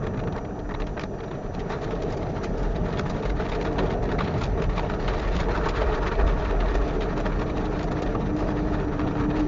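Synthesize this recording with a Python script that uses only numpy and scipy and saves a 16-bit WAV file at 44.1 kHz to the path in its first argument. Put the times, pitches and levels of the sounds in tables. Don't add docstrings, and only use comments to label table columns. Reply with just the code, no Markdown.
import sys
import numpy as np
from scipy import signal
from scipy.fft import rfft, irfft, next_fast_len
from scipy.io import wavfile
from scipy.ndimage import uniform_filter1d, map_coordinates

SR = 44100
rng = np.random.default_rng(int(sys.argv[2]) if len(sys.argv) > 2 else 0)


def to_linear_factor(level_db):
    exponent = np.asarray(level_db, float) / 20
    return 10 ** exponent


def bounce(signal):
    frames = np.transpose(np.atleast_2d(signal))
    limited = np.clip(frames, -1, 1)
    pcm = np.round(limited * 32767).astype(np.int16)
    wavfile.write(sys.argv[1], SR, pcm)


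N = 417627

# start in seconds, peak in dB, thud in dB re peak, splash in dB re peak, dying time in
# seconds.
TIP_SLAPS = [(0.0293, -42, 4, -14, 0.061), (0.0395, -38, 9, -17, 0.066), (0.0667, -32.5, 6, -20, 0.046),
             (0.1361, -38, 7, -22, 0.055), (0.1715, -39.5, 7, -19, 0.047), (0.1925, -30.5, 2, -21, 0.061),
             (0.2364, -40.5, 8, -23, 0.05), (0.2713, -38.5, 12, -21, 0.069),
             (0.3222, -30.5, -3, -20, 0.041), (0.3606, -38, 4, -15, 0.055), (0.376, -28, 2, -22, 0.046),
             (0.4479, -38, -1, -26, 0.055), (0.5591, -44, 3, -21, 0.055), (0.5911, -36, -1, -23, 0.058),
             (0.6914, -34, 7, -19, 0.04), (0.7088, -38, 11, -18, 0.062), (0.7402, -31, 4, -23, 0.055),
             (0.7462, -37.5, 7, -29, 0.055), (0.7976, -36, 8, -16, 0.065), (0.818, -30, 2, -29, 0.053),
             (0.8679, -36, -1, -14, 0.062), (0.8679, -34.5, -6, -25, 0.055), (0.9682, -37, 11, -30, 0.06),
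             (0.9716, -35, 4, -27, 0.065), (0.9936, -31, 3, -19, 0.055), (1.0064, -28.5, -2, -16, 0.096),
             (1.032, -30.5, -1, -18, 0.055), (1.203, -34, 5, -26, 0.037), (1.2331, -33, 5, -19, 0.055),
             (1.3094, -36.5, 7, -27, 0.081)]
LENGTH_SLAPS = [(1.54, -34.5, -2, -16, 0.1), (1.5915, -31.5, -4, -17, 0.096),
                (1.695, -36.5, 8, -13.5, 0.16), (1.717, -34, 5, -16, 0.12), (1.8105, -39.5, -3, -14, 0.1),
                (1.8333, -33, 1.5, -13.5, 0.087), (1.8767, -41, 5, -16, 0.11),
                (1.9062, -31.5, 4, -18, 0.087), (1.9491, -37, -2, -16, 0.086), (2.0189, -33, -5, -15, 0.1),
                (2.1002, -40.5, -1, -9.5, 0.1), (2.1217, -33.5, -3, -12, 0.1),
                (2.1681, -38.5, 5, -8, 0.074), (2.221, -39, -5, -17, 0.093), (2.2898, -34, -6, -14, 0.09),
                (2.4336, -31.5, -1, -12, 0.13), (2.5747, -40, 5.5, -8.5, 0.14),
                (2.627, -38, 1.5, -14, 0.1), (2.7458, -37, -1, -18, 0.093), (2.7572, -33.5, -3, -20, 0.1),
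                (2.86, -39.5, 14, -23, 0.1), (2.8805, -40, 7, -17, 0.1), (2.9244, -33.5, 1, -20, 0.11),
                (2.9713, -29, -8, -21, 0.13), (2.988, -29, 2, -11, 0.088), (3.0556, -32.5, 6, -16, 0.14),
                (3.096, -27, 1, -14.5, 0.07), (3.1618, -35, 0.5, -15, 0.11), (3.222, -33, 5, -21, 0.12),
                (3.2516, -31.5, 1, -21, 0.068), (3.295, -30.5, 0, -19, 0.085), (3.394, -37, 8, -17, 0.12),
                (3.4482, -33, 5, -19, 0.14), (3.4876, -31.5, -1, -15, 0.11), (3.516, -25, -2, -24, 0.13),
                (3.5474, -30.5, 0, -20, 0.067), (3.6113, -26.5, -3, -19, 0.085),
                (3.6447, -26.5, 3.5, -16.5, 0.14), (3.724, -34, -6, -13, 0.075), (3.783, -22, 3, -22, 0.1),
                (3.8543, -30.5, 3, -20.5, 0.13), (3.899, -28, -1, -19, 0.1), (3.9246, -30, -3, -21, 0.089),
                (4.0289, -38, -4, -17, 0.11), (4.0483, -36.5, 7, -19, 0.11), (4.0867, -34, 5, -23, 0.16),
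                (4.1137, -28, 3.5, -16.5, 0.1), (4.184, -29, -3, -22.5, 0.1), (4.2074, -31, 1, -22, 0.15),
                (4.2389, -30.5, -7.5, -22, 0.12), (4.275, -25, 0.5, -26, 0.076),
                (4.3377, -32.5, 2, -25, 0.087), (4.3796, -33.5, -1, -13, 0.089),
                (4.408, -25.5, 0, -18.5, 0.12), (4.4315, -25.5, -7, -14.5, 0.13),
                (4.5752, -35, 7, -26, 0.13), (4.6171, -30, 0, -17, 0.12), (4.6375, -31.5, -2, -23, 0.082),
                 (4.692, -35.5, 7, -29, 0.072), (4.774, -23.5, 0, -23, 0.12), (4.844, -36, 2, -31, 0.082),
                 (4.894, -36, 6, -18, 0.13), (4.9346, -29, 4, -19, 0.067), (5.0201, -39, 0, -26, 0.1),
                 (5.0775, -28.5, 3, -23, 0.11), (5.1299, -32, 0, -18, 0.1), (5.1638, -37, 3, -21, 0.1),
                 (5.1888, -31.5, 4, -13, 0.1), (5.2142, -35, 4, -19.5, 0.11),
                 (5.3165, -45.5, 8, -21, 0.083), (5.3534, -27, -7, -17, 0.17), (5.397, -29, 2, -16.5, 0.16),
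                 (5.4857, -30.5, 8, -23, 0.096), (5.546, -30, 6, -17, 0.12), (5.5708, -26, 2.5, -18, 0.058),
                 (5.634, -49, 6, -14.5, 0.09), (5.6562, -30, 11, -15, 0.094), (5.6856, -21, -9, -16, 0.079),
                 (5.757, -30, -12, -18, 0.1), (5.8094, -28.5, 2, -22, 0.13), (5.8847, -38.5, 13, -16, 0.09),
                 (5.9206, -31.5, 5, -21, 0.11), (6.055, -32.5, 7, -20, 0.1), (6.113, -34.5, 8.5, -24, 0.11),
                 (6.15, -31, -6, -28.5, 0.1), (6.192, -37, 12.5, -25.5, 0.12),
                 (6.2656, -30.5, -2, -19.5, 0.13), (6.3137, -36, 4, -21, 0.088),
                 (6.417, -42, 6, -25, 0.088), (6.4454, -31, 1, -18, 0.1), (6.504, -35, 10, -17, 0.14),
                 (6.5996, -26.5, 2, -22, 0.1), (6.6544, -35, 4, -20, 0.12), (6.6799, -34, 4, -26, 0.1),
                 (6.7432, -31.5, 8, -12, 0.12), (6.812, -35.5, 11, -21, 0.12),
                 (6.8774, -25.5, -4, -19, 0.12), (7.0077, -27, -2, -18.5, 0.15),
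                 (7.105, -40.5, 11, -28, 0.076), (7.1698, -35.5, 8, -11, 0.13),
                 (7.1984, -29, 0, -16, 0.081), (7.2521, -31, 9, -18, 0.12), (7.319, -35, 7, -22, 0.076),
                 (7.3863, -38, 7, -15.5, 0.12), (7.411, -32.5, 6, -16, 0.074),
                 (7.4895, -32.5, 0, -20.5, 0.11), (7.5705, -30, -3, -16, 0.088),
                 (7.6044, -35.5, 3, -22, 0.14), (7.6475, -32, -11, -19, 0.093),
                 (7.6981, -40, -7, -12.5, 0.094), (7.7874, -35.5, -3, -14, 0.088),
                 (7.8273, -33.5, -6, -11, 0.081), (7.911, -32.5, 4, -14, 0.11),
                 (8.0208, -33.5, 4, -12, 0.1), (8.0627, -28, 2, -21, 0.087),
                 (8.1465, -37.5, 13, -20, 0.081), (8.3626, -37.5, 3, -14, 0.1),
                 (8.3925, -35, 6.5, -11, 0.12), (8.4833, -42, 8, -25, 0.076), (8.5601, -32, 2, -24, 0.14),
                 (8.6499, -48, 1, -26, 0.09), (8.7736, -40, 7, -21, 0.1), (8.9906, -34, 10, -20, 0.11),
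                 (9.066, -35.5, 6, -26, 0.09), (9.1498, -37, 6, -22, 0.12), (9.2341, -40, 9, -34, 0.11),
                 (9.3, -34.5, 3.5, -27, 0.13), (9.3653, -34, 0, -17, 0.12), (9.3942, -31.5, -1, -17, 0.088)]

# time in seconds, then cabin boom, floor pan, bonnet and panel hum, all in dB.
SHAKE_LEVELS = [(0.0, -39, -31, -34.5, -54), (0.1, -45.5, -29.5, -30, -46), (0.71, -36.5, -36.5, -37, -41),
                (0.81, -28, -35, -36, -41), (1.21, -48, -37, -36, -47), (2.08, -36.5, -32.5, -30.5, -55),
                (2.32, -40.5, -31, -31.5, -45), (2.64, -26.5, -32.5, -32, -43),
                (3.14, -41.5, -30, -32.5, -45), (3.27, -25.5, -32.5, -32, -44),
                (3.53, -35.5, -33.5, -32.5, -37.5), (3.82, -29.5, -29.5, -27.5, -39),
                (4.19, -30.5, -30, -31, -45), (4.35, -43, -25, -31.5, -48), (4.51, -24.5, -32, -34.5, -39),
                (4.61, -36, -29.5, -29, -49), (4.67, -23, -29, -35.5, -34.5), (4.77, -34, -31.5, -33, -40),
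                (5.25, -27.5, -34.5, -31, -48.5), (5.38, -25, -31, -32.5, -38),
                (5.51, -30, -32.5, -31, -40), (5.93, -23.5, -33.5, -29.5, -46),
                (6.09, -32.5, -32.5, -32, -43), (6.25, -17.5, -34.5, -29, -36.5),
                (6.33, -27.5, -33.5, -30.5, -42.5), (6.8, -23.5, -35, -32, -32),
                (6.86, -30.5, -32.5, -31, -36), (9.34, -33, -29.5, -31, -28), (9.39, -31, -31, -30.5, -24),
                (9.47, -32, -32, -32, -31)]

# time in seconds, dull scrub in dB, spray in dB.
SCRUB_LEVELS = [(0.0, -42.5, -59.5), (0.69, -46.5, -68.5), (1.0, -47.5, -57), (1.58, -43, -53.5),
                (1.69, -43.5, -51), (4.3, -40, -48.5), (4.61, -41, -48.5), (5.09, -38, -43),
                (5.64, -34, -44), (8.17, -41, -49), (9.23, -37, -47.5), (9.47, -43, -50)]

# frequency in Hz, level in dB per Hz.
BODY_COLOUR = [(150, -39), (250, -14), (290, -4.5), (328, -7), (382, -1.5), (450, 1), (531, -10),
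               (619, -3.5), (733, -7.5), (795, -13.5), (850, -10.5), (1100, -37.5), (1870, -120)]
THUD_COLOUR = [(460, -29.5), (780, -5), (945, 3.5), (1030, -6), (1100, 1), (1290, -0.5), (1600, -6),
               (1870, -4.5), (2020, -20.5), (2380, -15), (2900, -22.5), (3770, -45), (6380, -120)]
SMACK_COLOUR = [(1500, -39.5), (2000, 3.5), (2500, 0.5), (3000, -3.5), (3900, -1.5), (4600, -9.5),
                (5500, -36.5)]
SPLASH_COLOUR = [(3800, -36.5), (4500, -3), (5500, -4.5), (7200, -9.5), (9000, -23)]
PAN_COLOUR = [(41, -30.5), (70, -2), (119, -1.5), (167, 0), (204, -1.5), (242, -8.5), (260, -5.5),
              (340, -35), (570, -120)]
SPRAY_COLOUR = [(1120, -30.5), (1900, 0), (2030, -2), (3030, -9.5), (3920, -8.5), (5200, -17.5),
                (5820, -20), (6970, -23.5), (9060, -56.5), (15300, -120)]
HALL_COLOUR = [(20, -7.5), (45, -10), (90, -61.5), (1500, -66.5), (2500, -56.5), (7300, -58.5)]


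def unit(x):
    return x / np.sqrt(np.mean(x ** 2) + 1e-20)


def curves(rows):
    s, *columns = np.transpose(rows)
    t = np.arange(N) / SR
    return [np.interp(t, s, column) for column in columns]


def wobble(rate):
    knots = rng.standard_normal(int(N * rate / SR) + 4)
    return map_coordinates(knots, [np.arange(N) * rate / SR])


def filtered(x, response):
    m = next_fast_len(N + SR // 2)
    spectrum = rfft(x, m) * response(np.fft.rfftfreq(m, 1 / SR))
    return irfft(spectrum, m)[..., :N]


def colour(points):
    f, db = np.transpose(points)
    return lambda hz: to_linear_factor(np.interp(np.log(hz + 1), np.log(f), db, left=-120, right=-120))


def resonance(centre_hz, width_hz):
    return lambda f: (1j * f * width_hz / (centre_hz ** 2 - f * f + 1j * f * width_hz)) ** 2


def rush(response, patchy_db, gritty_db=0):
    grit = rng.standard_normal(N) * to_linear_factor(gritty_db * wobble(500))
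    z = signal.stft(grit, nperseg=512)[2]
    patches = uniform_filter1d(rng.standard_normal(z.shape), 5, 0)
    patches = unit(uniform_filter1d(patches, 5, 1))
    patchy = signal.istft(z * to_linear_factor(patchy_db * patches), nperseg=512)[1][:N]
    return unit(filtered(patchy, response))


def steady(x, calm):
    envelope = np.abs(signal.hilbert(x, next_fast_len(N))[:N])
    return unit(x / (envelope + 0.13) ** np.clip(calm, 0, 1))


def burst(length_s, rise):
    t = np.arange(SR // 4) / SR / length_s
    return (1 - np.exp(-(t / rise) ** 2)) * to_linear_factor(-60 * t)


def slaps():
    power = np.zeros((4, N + SR))
    for s, db, thud_db, splash_db, life in TIP_SLAPS + LENGTH_SLAPS:
        life = np.clip(life, 0.02, 0.4)
        knock, thud = burst(1.6 * life, 0.044), burst(1.32 * life, 0.052)
        smack, splash = burst(0.88 * life, 0.096), burst(0.97 * life, 0.07)
        gains = to_linear_factor(db + np.array([thud_db - 2, thud_db - 2, -2.5, splash_db + 3]))
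        at = max(round((s - 0.043 * life) * SR), 0)
        power[:, at:at + SR // 4] += (gains[:, None] * [knock, thud, smack, splash]) ** 2
    fibres = unit(to_linear_factor(3.5 * wobble(260)))
    metal = [rush(colour(BODY_COLOUR), 1.3), rush(colour(THUD_COLOUR), 2.8)]
    cloth = [rush(colour(SMACK_COLOUR), 2.1, 0.58), rush(colour(SPLASH_COLOUR), 1.8, 0.96)]
    return fibres * np.sum(np.sqrt(power[:, :N]) * (metal + cloth), axis=0)


def shell():
    boom_db, pan_db, bonnet_db, hum_db = curves(SHAKE_LEVELS)
    pan = to_linear_factor(pan_db + 0.33) * rush(colour(PAN_COLOUR), 0.99)
    bonnet = to_linear_factor(bonnet_db - 0.6 + 0.8 * wobble(20)) * rush(colour(BODY_COLOUR), 1.5)
    cabin_air = rush(resonance(centre_hz=41.5, width_hz=17.7), 0)
    boom = to_linear_factor(boom_db + 0.65) * steady(cabin_air, 0.48)
    loose_panel = rush(resonance(centre_hz=300, width_hz=20), 0)
    hum = to_linear_factor(hum_db - 1.5) * steady(loose_panel, 0.35)
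    return pan + bonnet + boom + hum


def scrub():
    dull_db, spray_db = curves(SCRUB_LEVELS)
    flutter_db = 1.5 * wobble(60) + 1.4 * wobble(25)
    dull = to_linear_factor(dull_db - 1.25 + flutter_db) * rush(colour(THUD_COLOUR), 1.5, 1.8)
    spray = to_linear_factor(spray_db - 3.5 + 2 * flutter_db) * rush(colour(SPRAY_COLOUR), 2.1, 1.1)
    return dull + spray


def whine():
    frame_hz = 30
    since = (np.arange(N) / SR * frame_hz + 0.5) % 1
    sag_shape = (1 - np.exp(-since / 0.08)) * np.exp(-since / 0.4)
    sag_hz = 300 * (1 + 0.35 * wobble(12)) * sag_shape
    hz = 5960 - sag_hz + 35 * wobble(150)
    level = to_linear_factor(-64.5 + 1.7 * wobble(60))
    return level * np.sin(2 * np.pi * np.cumsum(hz) / SR)


def tunnel():
    return to_linear_factor(-40) * rush(colour(HALL_COLOUR), 0)


def scene():
    return (slaps() + shell() + scrub() + whine() + tunnel())[None]


def top_cut(x):
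    return signal.sosfilt(signal.butter(12, 9000, fs=SR, output="sos"), x)


def record(dry):
    top_hz, camera_rate_hz = 7250, 16000
    band = filtered(dry, lambda hz: to_linear_factor(-np.clip((hz - top_hz) * 0.6, 0, 60)))
    mirrored = band * np.cos(2 * np.pi * camera_rate_hz * np.arange(N) / SR)
    mirror = filtered(mirrored, colour([(8700, -47.5), (8790, -17.5), (8900, -27), (9050, -43.5)]))
    return top_cut(band + mirror)


dry = scene()
out = record(dry)
bounce(out)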